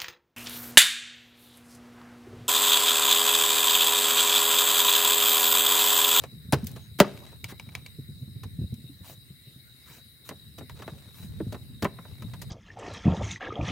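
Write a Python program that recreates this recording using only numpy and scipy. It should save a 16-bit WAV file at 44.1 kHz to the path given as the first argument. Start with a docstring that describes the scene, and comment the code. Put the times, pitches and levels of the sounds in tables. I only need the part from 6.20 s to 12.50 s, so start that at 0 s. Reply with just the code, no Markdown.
"""On a floor of bamboo slats in an open shelter, beside a small wood fire at night, bamboo is cut and laid down.
Knocks are dispersive bending waves with decaying modes; the springy slats thud as damped low modes.
A blade scrapes as filtered stick-slip noise, embers snap as short coloured bursts, a few metallic rings sound.
Behind them the floor rumbles, shavings rustle and the fire hisses, all as shaped noise.
Insects and distant night calls are narrow bands of noise that waver."""
import sys
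import numpy as np
from scipy import signal
from scipy.fft import rfft, irfft
from scipy.io import wavfile
from scipy.ndimage import uniform_filter1d

SR = 44100
rng = np.random.default_rng(int(sys.argv[2]) if len(sys.argv) > 2 else 0)


def output_pcm(signal):
    """Save a mono or channel-first signal as 16-bit PCM at the path in sys.argv[1].

    Samples are clipped to [-1, 1] before scaling.
    """
    pcm = np.clip(np.atleast_2d(signal).T, -1, 1) * 32767
    wavfile.write(sys.argv[1], SR, np.round(pcm).astype(np.int16))


N = 277830

# rumble of the floor, following how much weight moves on it: t/s, relative level/dB
RUMBLE_LEVEL = [(0, -49), (.27, -50.5), (.42, -39), (.65, -49), (1.55, -49), (1.8, -51), (2.42, -44),
                (2.7, -53.5), (3.25, -59.5), (4.0, -59), (4.5, -47.5), (4.92, -52.5), (5.1, -42),
                (5.6, -46), (5.85, -49.5), (6.15, -42)]
# left-right likeness of surrounding sounds: f/Hz, likeness (0 to 1)
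DIFFUSE_LIKENESS = [(60, .6), (300, .6), (700, .4), (1400, 0), (3500, 0), (7000, .3), (15000, .4)]


def amp(db):
    """Decibel law: twenty decibels are a factor of ten in amplitude."""
    return 10 ** (np.asarray(db) / 20)


def evened(x):
    """Normalisation to unit root-mean-square amplitude."""
    return x / np.sqrt(np.mean(x ** 2) + 1e-20)


def read(points, hz):
    """Linear interpolation of a spectrum on a log-frequency axis."""
    f, value = np.transpose(points)
    return np.interp(np.log(hz + 1), np.log(f + 1), value)


def add(mix, s, sound):
    """Superposition: a sound starting at s seconds is summed into the mix."""
    part = mix[:, round(s * SR):][:, :sound.shape[-1]]
    part += sound[..., :part.shape[1]]


def dying(t, t60):
    """Exponential decay, falling 60 dB in t60 seconds."""
    return np.exp(-np.log(1000) * t / t60)


def noise(size, colour_db, likeness=None):
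    """Mid-side synthesis: stereo noise of rms 1 with a given spectrum and left-right likeness."""
    # likeness of near sounds, the default: f/Hz, likeness (0 to 1)
    near_likeness = [(50, .88), (250, .97), (1000, .92), (4000, .7), (16000, .65)]
    hz = np.fft.rfftfreq(size, 1 / SR)
    mid, side = rfft(rng.standard_normal((2, size)))
    same = np.clip(read(near_likeness if likeness is None else likeness, hz), 0, 1)
    side = side * np.sqrt((1 - same) / (1 + same))
    left_right = np.array([mid + side, mid - side])
    return evened(irfft(left_right * amp(colour_db(hz)), size))


def wander(size, hz):
    """Low-passed noise: a random fluctuation of rms 1 with a Gaussian roll-off at scale hz."""
    f = np.fft.rfftfreq(size, 1 / SR)
    return evened(irfft(rfft(rng.standard_normal(size)) * np.exp(-(f / hz) ** 2), size))


def mottle(x, depth_db, frames, bins):
    """Time-frequency modulation: random patches of the spectrum swell and sink."""
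    z = signal.stft(x, SR, nperseg=256, noverlap=192)[2]
    patches = rng.standard_normal(z.shape[1:])
    patches = uniform_filter1d(patches, bins, 0)
    patches = uniform_filter1d(patches, frames, 1)
    z = z * amp(depth_db * evened(patches))
    return evened(signal.istft(z, SR, nperseg=256, noverlap=192)[1][:, :x.shape[1]])


def grit(size, colour, per_s, spread_db):
    """Shot noise: sparse clicks of uneven size, coloured and brought to rms 1."""
    happens = rng.random(size) < per_s / SR
    sizes = amp(spread_db * np.minimum(rng.exponential(1, size), 3))
    clicks = happens * rng.choice([-1, 1], size) * sizes
    return evened(irfft(rfft(clicks) * amp(read(colour, np.fft.rfftfreq(size, 1 / SR))), size))


def resonate(x, hz, width):
    """A one-pole resonance of unit peak gain, heterodyned along the frequency curve hz."""
    turn = np.exp(2j * np.pi * np.cumsum(hz) / SR)
    r = np.exp(-np.pi * width / SR)
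    return 2 * (turn * signal.lfilter([1 - r], [1, -r], x / turn)).real


def far_calls(chorus_db=-78, patchy_db=5.5):
    """Band-limited noise under slow amplitude modulation: distant night calls come and go."""
    # bands of the chorus: centre f/Hz, relative level/dB
    call_bands = [(1500, -7), (1850, -4.5), (2130, 3), (2700, -2.5)]
    out = np.zeros((2, N))
    for centre, db in call_bands:
        band = noise(N, lambda hz: -20 * np.log10(1 + ((hz - centre) / 190) ** 4), DIFFUSE_LIKENESS)
        out += band * amp(chorus_db + db + patchy_db * wander(N, 8))
    return out


def insects(throb=0.27, swell_db=2, drift=.008):
    """Incoherent addition: many callers blur into narrow bands, modulated in frequency and amplitude."""
    # groups: centre f/Hz, relative spread/Hz, relative level/dB, mean pulse rate/(1/s)
    groups = [(3800, 40, -62, 82), (3903, 81, -62.5, 68), (4075, 100, -67, 39), (9070, 290, -73, 25)]
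    out = np.zeros((2, N))
    for centre, spread, db, rate in groups:
        song = noise(N, lambda hz: -20 * np.log10(1 + ((hz - centre) / (1.3 * spread)) ** 4), DIFFUSE_LIKENESS)
        shift_turns = np.cumsum(drift * centre * wander(N, 9)) / SR
        song = (signal.hilbert(song) * np.exp(2j * np.pi * shift_turns)).real
        pulse_turns = np.cumsum(rate * (1 + .15 * wander(N, 7.9))) / SR
        pulsed = evened(song * (1 + throb * np.sin(2 * np.pi * pulse_turns)))
        out += amp(db + swell_db * wander(N, 20)) * pulsed
    return out * amp([[.5], [-.5]])  # a little stronger on the left


def air_hiss(hiss_db=-58.5, flicker_db=2.5):
    """Broadband turbulence noise: the soft hiss of the fire and night air flickers in patches."""
    # spectrum of the hiss: f/Hz, relative level/dB
    air_colour = [(300, 7.5), (900, -11.5), (1400, -5.5), (2000, -1), (2600, -9), (3400, -4), (4300, -3.5),
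                  (5000, -0.5), (5900, -14), (7500, -7.5), (9200, -1), (10700, -5), (12500, -0.5),
                  (16000, -3)]
    hiss = noise(N, lambda hz: read(air_colour, hz), DIFFUSE_LIKENESS)
    return amp(hiss_db) * mottle(hiss, flicker_db, 40, 3)


def floor_rumble(lumps_db=2):
    """Low-frequency structural noise: the floor rumbles in proportion to the weight moving on it."""
    # spectrum of the rumble: f/Hz, relative level/dB
    rumble_colour = [(15, -52), (25, -33), (72, 6.5), (124, 10.5), (279, -10), (361, -25.5), (401, -19),
                     (517, -27), (557, -26), (619, -48), (900, -43.5), (1170, -67), (1980, -120)]
    rumble = noise(N, lambda hz: read(rumble_colour, hz), DIFFUSE_LIKENESS)
    weight = amp(np.interp(np.arange(N) / SR, *np.transpose(RUMBLE_LEVEL)))
    return rumble * weight * amp(lumps_db * wander(N, 33) + 1.5)


def brushing(rise_s=0.045, release_s=0.084, fade_db_per_s=-9):
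    """An amplitude envelope: each brush through the shavings rises quickly, slackens and stops."""
    # brushes: start t/s, length t/s, relative level/dB
    brushes = [(0, 0.088, -46), (0.324, 0.37, -57), (0.844, 0.35, -53.5), (1.429, 0.31, -61.5),
               (4.53, 0.433, -56), (4.961, 0.6, -61.5), (5.742, 0.75, -59.5)]
    t = np.arange(N) / SR
    envelope = np.zeros(N)
    for s, length, db in brushes:
        rise = np.clip((t - s) / rise_s, 0, 1)
        release = np.clip((s + length - t) / release_s, 0, 1)
        envelope += rise * release * amp(db + fade_db_per_s * np.clip(t - s, 0, length))
    return envelope


def rustle(grain_db=2, rattle_db=6.0, swish_db=-3, debris_db=-3):
    """Friction noise plus shot noise: shavings and strips swish while small debris clicks."""
    # spectrum of the shavings: f/Hz, relative level/dB
    shavings_colour = [(200, 0), (450, 0.5), (1000, -5.5), (2000, -10.5), (4000, -11), (9000, -19),
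                       (15000, -29.5)]
    swish = noise(N, lambda hz: read(shavings_colour, hz), DIFFUSE_LIKENESS)
    swish = mottle(swish, rattle_db, 14, 2)
    debris = grit(N, shavings_colour, per_s=250, spread_db=4)
    shavings = amp(swish_db) * swish + amp(debris_db) * debris
    return shavings * brushing() * amp(grain_db * wander(N, 120) - 1.0)


def snap(db, tilt_db, t60=0.023, ring_db=1, ring_hz=2280, scatter=0.14, scatter_tilt_db=-3, rise=0.00048):
    """Impulsive gas release: a pocket bursts with a crack, a short ring of the stick, a duller scatter."""
    # spectrum of a snap: f/Hz, relative level/dB
    snap_colour = [(300, -25), (1000, -8), (1600, -11), (2300, -6), (3200, -6), (4500, -6), (7000, -11.5),
                   (11000, -14.5), (15500, -14)]
    t = np.arange(SR // 8) / SR

    def colour(hz, tilt):
        return read(snap_colour, hz) + tilt * np.log2((hz + 100) / 3000)

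    crack = noise(len(t), lambda hz: colour(hz, tilt_db))
    behind = noise(len(t), lambda hz: colour(hz, tilt_db + scatter_tilt_db))
    # thin, bright snaps hardly shake the stick
    ring = amp(ring_db - 7.1 * max(tilt_db, 0)) * np.sin(2 * np.pi * ring_hz * t)
    burst = (crack + ring) * dying(t, t60) + scatter * behind * dying(t, 0.12)
    return amp(db + 5.5) * (1 - np.exp(-t / rise)) * burst


def ember_snaps():
    """Superposition of separate bursts in the embers."""
    # snaps: t/s, relative level/dB, treble tilt/(dB per octave)
    snaps = [(0.443, -41, 9), (.461, -50, 5), (.469, -31.5, 6.5), (.491, -46, 8), (0.515, -44.5, 8),
             (.974, -51.5, -4), (1.2424, -33, -0.5), (1.397, -40, -4), (1.49, -51.5, -5),
             (1.551, -32.5, -2.6), (1.662, -43.5, 0), (2.541, -46.5, 4.5)]
    out = np.zeros((2, N))
    for s, db, tilt_db in snaps:
        add(out, s, snap(db, tilt_db))
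    return out


def thud(db, hz, t60=0.099, rise=0.0045, chatter_db=-12, chatter_t60=0.053):
    """Damped flexure: a softly loaded slat sways in a low mode, with a dull bump and woody chatter."""
    t = np.arange(SR // 4) / SR
    bump_colour = [(30, -26.5), (90, 3.0), (200, 7), (380, -15), (600, -30.5), (1500, -73), (5000, -92)]
    chatter_colour = [(100, -30), (260, 3), (400, -0.5), (650, -22), (1200, -41), (4000, -80)]
    bump = noise(len(t), lambda f: read(bump_colour, f)) * dying(t, 0.074)  # neighbouring slats
    chatter = noise(len(t), lambda f: read(chatter_colour, f)) * dying(t, chatter_t60)
    sway = np.sin(2 * np.pi * hz * t) * dying(t, t60)
    body = 1.43 * sway + 0.85 * bump + amp(chatter_db) * chatter
    return amp(db) * (1 - np.exp(-(t / rise) ** 2)) * body


def floor_thuds(settle_per_s=6, settle_db=4, settle_hz=129.24, spread_db=5.0):
    """Excitation by load: slats thud under each press and settle at random, harder when more weight moves."""
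    # thuds as the blade is pressed home and weight shifts: t/s, relative level/dB, f/Hz
    presses = [(0.122, -36.5, 120), (0.244, -38, 88), (0.327, -12.5, 139), (0.362, -27, 93),
               (0.533, -31.5, 115), (1.233, -35.5, 109), (1.471, -35.5, 114), (1.785, -28.5, 135.5),
               (1.887, -30.5, 142), (2.02, -31.5, 132.5), (2.074, -34, 119), (2.155, -33.5, 110.4),
               (2.254, -27.5, 103.8), (2.386, -25.5, 137), (2.411, -23, 106), (2.435, -26, 80),
               (2.521, -27.5, 106), (2.639, -35.5, 124), (2.694, -39.5, 279), (2.803, -35.5, 94),
               (3.099, -41, 136), (3.268, -41, 136), (3.355, -38.5, 129), (4.536, -42, 96),
               (4.719, -33.5, 145), (5.264, -26, 105), (5.625, -23.5, 101), (6.04, -30.5, 108)]
    out = np.zeros((2, N))
    for s, db, hz in presses:
        add(out, s, thud(db, hz))
    for when, strength, pitch in rng.random((int(settle_per_s * N / SR), 3)):
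        s = when * N / SR
        db = np.interp(s, *np.transpose(RUMBLE_LEVEL)) + settle_db + spread_db * (2 * strength - 1)
        add(out, s, thud(db, settle_hz * 2 ** pitch))  # up to an octave above settle_hz
    return amp(0.5) * out


def metallic_rings():
    """Free damped vibration: brief metallic rings, each a decaying sinusoid."""
    # rings: t/s, f/Hz, level/dB, t60/s
    tinks = [(.324, 9724, -15.5, 0.0065), (.622, 6530, -60.5, 0.25), (1.32, 2040, -53, 0.15)]
    out = np.zeros((2, N))
    t = np.arange(SR // 3) / SR
    for s, hz, db, t60 in tinks:
        add(out, s, amp(db) * np.sin(2 * np.pi * hz * t) * dying(t, t60))
    return out


def scrape(length, db, tilt_db, body_db, start_hz, fibres_db=3.5, grain_db=0.5, end_hz=480, width=450,
           splinters_db=-7):
    """Stick-slip friction: fibres catch and slip; the strip's resonance sinks as its free length grows."""
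    # spectrum of the rubbing: f/Hz, relative level/dB
    rub_colour = [(200, 3.5), (450, -3), (800, -9.5), (1300, -4), (1700, -2), (3500, -10.5), (6500, -12.5),
                  (9000, -13.5), (12000, -15.5), (14500, -11), (16000, -13)]
    size = int(length * SR)
    rub = noise(size, lambda hz: read(rub_colour, hz) + tilt_db * np.log2((hz + 100) / 3000))
    rub = mottle(rub, fibres_db, 16, 2)
    rub = rub + amp(splinters_db) * grit(size, rub_colour, per_s=500, spread_db=5.5)
    pitch = np.geomspace(start_hz, end_hz, size)
    body = resonate(resonate(rub, pitch, width), pitch, width)
    body = evened(body) * np.sqrt(np.linspace(0, 2, size))  # grows along the stroke
    slips = evened(amp(grain_db * wander(size, 310)))
    return slips * (amp(db) * rub + amp(body_db) * body) * signal.windows.tukey(size, .7)


def blade_scrapes():
    """Superposition of separate frictional strokes along the bamboo."""
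    # strokes: start t/s, length t/s, relative level/dB, treble tilt/(dB per octave),
    # relative level of the strip resonance/dB, its starting f/Hz
    strokes = [(1.277, 0.057, -45.5, 0, -69, 2400), (2.817, 0.15, -49.5, 2.8, -56.5, 1073),
               (3.63, 0.2, -53, 1.2, -65.5, 1700), (4.038, 0.069, -53.5, 3, -70, 2000),
               (4.91, 0.19, -52.5, 3.6, -68, 1500)]
    out = np.zeros((2, N))
    for s, *stroke in strokes:
        add(out, s, scrape(*stroke))
    return out


def knock_strength(clack_db, thud_db, crack_db, hz):
    """Spectral balance of an impact: thud in the bass, clack in the middle, crack in the treble."""
    return read([(300, thud_db), (750, clack_db), (1900, clack_db), (5500, crack_db)], hz)


def slat_ring(hz, db, cycles=32):
    """Free damped vibration: the struck slat rings briefly at its own pitch."""
    t = np.arange(SR // 4) / SR
    ring = np.sin(2 * np.pi * hz * t) * dying(t, cycles / np.sqrt(hz * 400))
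    return amp(db) * ring * (1 - np.exp(-t * hz))


def knock(clack_db, thud_db, crack_db, contact, t60=0.071, lag_cycles=0.82, damping=0.14, travel=0.00279,
          direct_db=-1, scatter_db=-2):
    """Dispersion: a bending wave runs along the bamboo, treble first; the tube rings, loose slats answer."""
    # modes of the struck bamboo: f/Hz, relative level/dB, t60/s
    modes = [(198, 5, .075), (253, -1, .06), (401, 1, .1), (595, -1, .09), (808, -15, .1), (920, -7, .07),
             (1129, -11, .07), (1338, -12, .06), (1478, -4, .05), (1650, -9, .04), (1820, -8, .04),
             (1966, -10, .06), (2240, -13, .05), (2641, -16, .06), (3020, -10, .04), (3176, -7, .04)]
    # spectrum of a knock: f/Hz, relative level/dB
    knock_colour = [(90, -15.5), (180, -2), (350, 0.5), (700, -3.5), (1400, -5.5), (2800, -7.5),
                    (5000, -4.5), (8000, -11.5), (14000, -6.5)]
    t = np.arange(16384) / SR
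    hz = np.fft.rfftfreq(len(t), 1 / SR) + 1

    def strength(f):
        return amp(knock_strength(clack_db, thud_db, crack_db, f) + read(knock_colour, f))

    scatter = np.zeros((2, len(t)))
    for centre in 100 * 2 ** (np.arange(12) * 2 / 3):
        band = noise(len(t), lambda f: -np.minimum(36 * np.log2((f + 1) / centre) ** 2, 90))
        rise = contact + lag_cycles / centre
        band *= 1 - np.exp(-(t / rise) ** 2)
        band *= dying(t, t60 * (1000 / centre) ** damping)  # t60 holds at 1 kHz
        scatter += strength(centre) * band / np.sqrt((band ** 2).mean(0).sum() / (0.0071 * SR))

    # only a hard, short contact launches a clean pulse
    pulse = strength(hz) * SR * np.sqrt(0.0049 / hz)
    pulse = pulse / (1 + (120 / hz) ** 4) / (1 + (contact / 0.0019) ** 2)
    ring = sum(amp(db) * np.cos(2 * np.pi * f * t) * dying(t, decay) for f, db, decay in modes)
    # the ring grows faster than the clack: only hard blows wake the tube
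    ring *= amp(2 + 1.5 * clack_db) * (1 - np.exp(-t / (contact + 0.00033)))
    dispersion = np.exp(-4j * np.pi * travel * np.sqrt(1000 * hz))  # delay falls with the root of frequency
    wave = irfft((amp(direct_db) * pulse + rfft(ring)) * dispersion)
    fade = np.cos(.5 * np.pi * t / t[-1]) ** 2
    return amp(scatter_db) * scatter + wave * fade


def bamboo_knocks(slat_db=9.5, slat_growth=1.18):
    """Impact excitation: each blow launches a wave in the bamboo and, 2 ms later, a ring of the slat."""
    # blows: t/s, relative clack, thud and crack level/dB, contact time t/s, struck slat f/Hz
    blows = [(0.037, -38.5, -49.5, -44.5, .0004, 533), (0.3236, -25, -31, -27, 0.0021, 844),
             (.330, -20.5, -22, -25, 0.0024, 406), (0.558, -44, -48, -46.5, 0.0051, 499),
             (0.787, -32, -34, -32, 0.0033, 257), (.801, -10.5, -17, -16.5, 0.000057, 587),
             (0.842, -34.5, -36, -62, .0009, 1124), (.866, -49, -57, -72, .0018, 1963),
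             (1.126, -55, -54, -68, .003, 925), (1.319, -48, -43.5, -68, 0.0028, 800),
             (2.232, -45.5, -50, -45, 0.0032, 1050), (4.090, -41, -48, -37.5, 0.001, 2020),
             (4.107, -41, -37.5, -68, .003, 571), (4.379, -45.5, -44.5, -43, 0.0062, 688),
             (4.407, -47.5, -40.5, -71.5, .002, 418), (4.495, -43, -64, -49.5, 0.00089, 920),
             (4.596, -48.5, -43.5, -54, 0.0019, 410), (4.619, -38.5, -60, -48.5, 0.0031, 1320),
             (4.677, -38.5, -43, -54, 0.0011, 668), (5.2011, -42, -26.5, -82, .0011, 313.5),
             (5.322, -43, -36, -42.5, .003, 612), (5.342, -39.5, -37.5, -51.5, 0.0031, 478),
             (5.622, -28.5, -25, -32, 0.0033, 213), (5.6443, -34, -32, -37.5, 0.00061, 2730),
             (5.65, -25, -32.5, -54, 0.00066, 995), (5.785, -43.5, -63, -76, 0.00099, 1016),
             (5.851, -48.5, -56.5, -77, .0016, 963), (6.021, -45, -56, -49, .0014, 1280),
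             (6.134, -42, -53, -48, 0.0026, 1010), (6.214, -44, -49, -36, 0.0056, 1900)]
    out = np.zeros((2, N))
    for s, clack_db, thud_db, crack_db, contact, slat_hz in blows:
        add(out, s, knock(clack_db, thud_db, crack_db, contact))
        blow_db = knock_strength(clack_db, thud_db, crack_db, slat_hz)
        add(out, s + .002, slat_ring(slat_hz, slat_db + slat_growth * blow_db))
    return out


def shelter(x):
    """Reverberation: the open shelter returns sparse echoes, each band decaying at its own rate."""
    # reverberation: f/Hz, t60/s
    room_decay = [(125, 0.38), (300, .6), (800, 0.32), (2000, 0.38), (5000, 0.37), (14000, 0.083)]
    taps = rng.standard_normal((2, SR)) * (rng.random((2, SR)) < .08)
    taps[:, :SR // 100] = 0  # no echo in the first 10 ms
    hz, t, z = signal.stft(taps + .5 * taps[::-1], SR, nperseg=256)
    tail = signal.istft(z * dying(t, read(room_decay, hz)[:, None]), SR, nperseg=256)[1]
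    return signal.fftconvolve(x.mean(0)[None], tail / np.linalg.norm(tail[0]), axes=1)[:, :N]


def scene():
    """Superposition of background, floor, fire and work; the shelter reverberates the near sounds."""
    background = far_calls() + insects() + air_hiss() + floor_rumble() + rustle()
    near = ember_snaps() + metallic_rings() + blade_scrapes() + bamboo_knocks()
    return background + floor_thuds() + near + amp(-25.5) * shelter(near)


def record(dry):
    """Linear filtering and saturation: treble leans left, deep bass is shed, peaks round off, a band limit."""
    # left channel over right: f/Hz, level difference/dB
    left_over_right = [(1500, 0), (4400, 2.5), (8000, 4), (14000, 2)]
    balance_db = read(left_over_right, np.fft.rfftfreq(N, 1 / SR)) * [[.5], [-.5]]
    balanced = irfft(rfft(dry) * amp(balance_db), N)
    lean = signal.sosfilt(signal.butter(3, 50, "high", fs=SR, output="sos"), balanced)
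    band_limit = signal.firwin(511, 16100, window=("kaiser", 9), fs=SR)  # low-pass at 16.1 kHz
    return signal.oaconvolve(np.tanh(lean), band_limit[None], "same")


dry = scene()
out = record(dry)
output_pcm(out)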